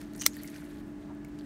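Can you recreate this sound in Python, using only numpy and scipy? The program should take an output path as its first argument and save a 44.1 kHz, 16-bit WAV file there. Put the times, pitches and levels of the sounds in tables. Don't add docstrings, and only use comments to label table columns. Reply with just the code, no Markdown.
import sys
import numpy as np
from scipy import signal
from scipy.fft import rfft, irfft
from scipy.io import wavfile
from scipy.ndimage import uniform_filter1d

SR = 44100
rng = np.random.default_rng(int(sys.argv[2]) if len(sys.argv) > 2 else 0)


def digitize_waveform(pressure):
    field = np.atleast_2d(pressure).T
    bounded = np.clip(field, -1, 1)
    quanta = np.round(bounded * 32767).astype(np.int16)
    wavfile.write(sys.argv[1], SR, quanta)


N = 63945

# pitch_hz, density_db (relative power per Hz)
AIR_COLOUR = [(25, -9), (60, -5), (91, -12.5), (150, -5.5), (205, -5.5), (291, -5), (400, -14.5),
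              (500, -23), (637, -16.5), (749, -25), (1000, -25.5), (1680, -27.5), (2390, -34.5),
              (4500, -43), (9000, -46), (10500, -56.5), (12500, -52.5), (15800, -51.5)]
AIR_DB = -47.5

# pitch_hz, level_db, width_hz (wider tones waver more)
HUM_TONES = [(209, -53.5, 3.9), (294.5, -45.5, 0.83), (343.3, -57.5, 6), (415.5, -63.5, 3),
             (647.6, -67.5, 8.05), (835.5, -70.5, 1.7), (1705, -75, 9.95)]
HUM_WAVER_DB = 0.93

# start_s, level_db, extra_treble_db
RUSTLE_LEVELS = [(0, -55.5, 5.5), (.03, -55, 1), (.06, -65, 4.5), (0.118, -66, 1), (.18, -58.5, 6),
                 (.3, -60.5, 8), (.33, -61.5, 1), (.35, -57, 8.5), (.41, -56.5, 2), (.455, -56, 9),
                 (.52, -56.5, 3.5), (.56, -52.5, 2.5), (.61, -59.5, 4), (.8, -64, 1.5), (.84, -71.5, 6.5),
                 (.96, -77.5, 5.5), (1.021, -66.5, -2), (1.2, -77.5, -5), (1.34, -69, -2),
                 (1.45, -64.5, 2.5)]
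# pitch_hz, density_db (relative power per Hz)
RUSTLE_COLOUR = [(530, -49), (900, -18.5), (1780, 3.5), (2650, -5.5), (4540, -6.5), (4940, -9.5),
                 (10300, -14.5), (12000, -14.5), (15800, -22.5)]
GRAINS_PER_S, GRAIN_SPREAD_DB, GRAIN_T60_S = 990, 2, 0.0149
# start_s, length_s, pitch_hz, width_share (of the pitch), level_db
SQUEAKS = [(0.289, 0.053, 6600, 0.12, -59.5), (0.346, .012, 4600, .15, -59),
           (0.372, 0.037, 4320, 0.17, -57), (0.444, .025, 14600, .12, -58),
           (0.772, 0.043, 12000, 0.63, -71.5), (1.274, 0.024, 12560, 0.27, -71.5),
           (1.074, 0.062, 830, 0.65, -54)]

# start_s, peak_db, centre_hz, width_share (of the centre), t60_s
TICKS = [(0.0147, -40, 6000, 1.9, 0.012), (.135, -40, 7440, 2.34, 0.0098), (.150, -43, 4770, 1.4, 0.02),
         (0.1618, -40, 8800, 1.1, 0.014), (0.179, -42, 7000, 1.4, .018), (0.333, -43, 6600, .8, .015),
         (0.342, -41.5, 5000, 1.9, 0.019), (0.3674, -38.5, 11000, .9, .017),
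         (0.3668, -46, 3200, 0.28, 0.018), (.4338, -34, 12500, 0.16, 0.013), (.4340, -33, 9100, 1.7, .012),
         (0.4753, -40.5, 6150, .8, .02), (0.484, -41.5, 3250, 1.8, 0.013), (0.5005, -40.5, 8000, 2.6, .012),
         (0.5422, -44, 4460, 1.3, 0.02), (.5624, -43, 4000, 2.1, 0.021), (.7194, -58, 6000, 0.65, .012),
         (1.1491, -58, 10000, 1.3, .02), (1.2475, -45.5, 7500, 2.2, 0.017), (1.3883, -43, 3980, 1.4, 0.011),
         (1.3956, -48.5, 3900, .6, .02), (1.41, -47.5, 3600, 0.29, 0.011)]
# start_s, level_db, pitch_hz, t60_s
KNOCKS = [(.3672, -39.5, 1820, .022), (.445, -40, 2140, 0.021), (.482, -47, 1970, 0.022),
          (.543, -50, 2384, 0.044), (0.622, -41.5, 1480, 0.014), (1.075, -48, 800, .015),
          (1.099, -40, 840, 0.019), (1.248, -44.5, 2220, 0.021)]
KNOCK_RISE_S = 0.00035

# start_s, level_db, extra_low_modes_db
JUDDERS = [(0.1919, -41, -20.5), (0.197, -34.5, -10.5), (0.2026, -34.5, -13), (.2038, -39.5, -9.5),
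           (0.207, -33, -11), (.2120, -25, -10), (0.2142, -32, -1), (0.2175, -25.5, -7.5),
           (0.218, -31.5, -2.5), (.2220, -34.5, 3), (0.226, -37, 7), (.2350, -35, 7), (0.236, -37, 4),
           (0.241, -36, -2.5), (0.2427, -35, 6), (0.2533, -35, 2.5), (0.2574, -30.5, 9)]
# pitch_hz, level_db, t60_s
BLADE_MODES = [(1103, -16, 0.0067), (2213, -16.5, 0.0071), (2990, -9, 0.017), (4040, -11, 0.0072),
               (5870, -3, 0.014), (6290, 1, 0.0098), (6700, -7.5, 0.0098), (8500, -8.5, .010),
               (9430, -13.5, .010), (14500, -23.5, 0.0091)]
JUDDER_RISE_S, LOW_MODES_BELOW_HZ = 0.00042, 5000
PITCH_DRIFT = 0.026
# time_s, level_db
CRUNCH_LEVELS = [(.185, -73), (.198, -63), (.210, -62), (.213, -43.5), (.224, -38.5), (.231, -51),
                 (.236, -50.5), (.250, -53), (.259, -40.5), (.263, -31), (.265, -67.5)]
# pitch_hz, density_db (relative power per Hz)
CRUNCH_COLOUR = [(700, -17), (1100, -5), (2200, -2.5), (4200, -1.5), (6200, -3), (9000, -3), (11500, -11.5),
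                 (15000, -8.5), (15800, -7)]

TEAR_S, TEAR_LEN_S, TEAR_FROM_HZ, TEAR_TO_HZ = 0.2603, 0.0033, 7300, 2800
TEAR_DB, TEAR_GRIT = -24, 0.55
# start_s, level_db
SNAP_BLOWS = [(.26372, 0), (.26455, -16), (.2657, -15), (.2677, -25), (.2712, -29)]
# pitch_hz, level_db, t60_s
SHUT_MODES = [(660, -29, .028), (1370, -26, .024), (2120, -12, .009), (3650, -22, .014), (4240, -15, .014),
              (5750, -1, .0040), (8500, -9, .004), (11000, -12, .004), (12500, -5, .003), (13500, -8, .003),
              (15000, -5, .0025)]
SNAP_RISE_S, SNAP_LOW_CUT_HZ = 0.00006, 600
# pitch_hz, density_db (relative power per Hz)
RATTLE_COLOUR = [(450, -28), (1050, -33), (2200, -1.5), (2800, -11.5), (4000, -2), (6000, 1.5), (9000, 1.5),
                 (15800, -9.5)]
RATTLE_DB, RATTLE_T60_S, TAIL_DB, TAIL_T60_S = -21.5, 0.023, -35, 0.09

LOW_CUT_HZ, TOP_STOP_HZ = 33, 17400


def undb(db):
    return 10 ** (np.asarray(db) / 20)


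def unit(x):
    return x / np.sqrt(np.mean(x ** 2))


def noise():
    return rng.standard_normal(N)


def coloured(x, table):
    hz, db = np.array(table, float).T
    f = np.fft.rfftfreq(len(x), 1 / SR)
    gain_db = np.interp(np.log(f + 1), np.log(hz), db, left=-60, right=-110)
    return irfft(rfft(x) * undb(gain_db), len(x))


def highpass(x, order, hz):
    return signal.sosfilt(signal.butter(order, hz, "highpass", fs=SR, output="sos"), x)


def band(x, hz, share):
    r = 1 + np.clip(share, 0.05, 3) / 2
    edges = [hz / r, min(hz * r, 0.45 * SR)]
    return signal.sosfilt(signal.butter(2, edges, "bandpass", fs=SR, output="sos"), x)


def walk(rate):
    k = int(SR / rate)
    steps = np.repeat(rng.standard_normal(N // k + 1), k)
    smooth = uniform_filter1d(uniform_filter1d(steps, k), k)
    return unit(smooth)[:N]


def rise(t, s):
    return 1 - np.exp(-np.clip(t, 0, None) / max(s, 1e-5))


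def fade(t, t60):
    return (t >= 0) * np.exp(-np.log(1000) * np.clip(t, 0, None) / max(t60, 1e-3))


def ring(t, modes):
    return sum(undb(db) * np.sin(2 * np.pi * hz * t) * fade(t, t60) for hz, db, t60 in modes)


def air():
    return undb(AIR_DB) * unit(coloured(noise(), AIR_COLOUR))


def hum():
    out = 0
    for hz, db, width in HUM_TONES:
        pitch = hz + width / 2 * walk(12.02)
        phase = 2 * np.pi * (np.cumsum(pitch) / SR + rng.random())
        level_db = db + HUM_WAVER_DB * np.sqrt(abs(width)) * walk(11)
        out = out + np.sqrt(2) * undb(level_db) * np.sin(phase)
    return out


def rustle_grains(t):
    out = 0
    for hz in 1200 * 1.45 ** np.arange(8):
        chance = rng.random((N, 2))
        starts = chance[:, 0] < GRAINS_PER_S / SR
        hits = starts * undb(-GRAIN_SPREAD_DB * np.log(chance[:, 1] + 1e-6))
        grains = signal.fftconvolve(hits, fade(t[:2000], GRAIN_T60_S))[:N]
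        out = out + undb(1.1 * walk(20)) * band(grains * noise(), hz, 0.54)
    return unit(coloured(out, RUSTLE_COLOUR))


def rustle(t):
    s, db, treble_db = np.array(RUSTLE_LEVELS).T
    grains = rustle_grains(t)
    extra_treble = (undb(np.interp(t, s, treble_db)) - 1) * highpass(grains, 2, 7000)
    return undb(np.interp(t, s, db)) * (grains + extra_treble)


def squeaks(t):
    out = 0
    for start, length, hz, share, db in SQUEAKS:
        swell = np.sin(np.pi * np.clip((t - start) / length, 0, 1))
        out = out + undb(db) * swell * unit(band(noise(), hz, share))
    return out


def ticks(t):
    out = 0
    for s, db, hz, share, t60 in TICKS:
        burst = fade(t - s, t60) * band(noise(), hz, share)
        out = out + undb(db) * burst / np.abs(burst).max()
    return out


def knocks(t):
    out = 0
    for s, db, hz, t60 in KNOCKS:
        out = out + ring(t - s, [(hz, db, t60)]) * rise(t - s, KNOCK_RISE_S)
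    return out


def judders(t):
    out = 0
    drifts = rng.standard_normal((len(JUDDERS), len(BLADE_MODES)))
    for (s, db, low_db), drift in zip(JUDDERS, drifts):
        modes = []
        for (hz, mode_db, t60), d in zip(BLADE_MODES, drift):
            extra_db = low_db * (hz < LOW_MODES_BELOW_HZ)
            modes.append((hz * (1 + PITCH_DRIFT * d), mode_db + extra_db, t60))
        out = out + undb(db) * ring(t - s, modes) * rise(t - s, JUDDER_RISE_S)
    return out


def crunch(t):
    jumps = undb(3 * rng.exponential(size=N // 20 + 1))
    grit = uniform_filter1d(jumps.repeat(20), 20)[:N]
    level_db = np.interp(t, *np.array(CRUNCH_LEVELS).T, left=-120, right=-120)
    return undb(level_db) * unit(coloured(grit * noise(), CRUNCH_COLOUR))


def tear(t):
    u = np.clip((t - TEAR_S) / TEAR_LEN_S, 0, 1)
    hz = TEAR_FROM_HZ * (TEAR_TO_HZ / TEAR_FROM_HZ) ** u
    tone = np.sin(2 * np.pi * np.cumsum(hz) / SR)
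    grit = TEAR_GRIT * unit(band(noise(), 3700.0, 2.9))
    swell = np.sqrt(np.sin(np.pi * u) + 1e-9) * (u > 0) * (u < 1)
    return undb(TEAR_DB) * swell * (tone + grit)


def snap(t):
    blows = sum(undb(db) * ring(t - s, SHUT_MODES) * rise(t - s, SNAP_RISE_S) for s, db in SNAP_BLOWS)
    since_snap = t - SNAP_BLOWS[0][0]
    rattle_level = undb(RATTLE_DB) * fade(since_snap, RATTLE_T60_S)
    tail_level = undb(TAIL_DB) * fade(since_snap, TAIL_T60_S)
    after = (rattle_level + tail_level) * unit(coloured(noise(), RATTLE_COLOUR))
    return highpass(blows, 2, SNAP_LOW_CUT_HZ) + after


def scene():
    t = np.arange(N) / SR
    background = air() + hum()
    plants = rustle(t) + squeaks(t) + ticks(t) + knocks(t)
    shears = judders(t) + crunch(t) + tear(t) + snap(t)
    return (background + plants + shears)[None]


def record(dry):
    dry = highpass(dry, 4, LOW_CUT_HZ)
    return signal.sosfilt(signal.cheby2(10, 70, TOP_STOP_HZ, fs=SR, output="sos"), dry)


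dry = scene()
out = record(dry)
digitize_waveform(out)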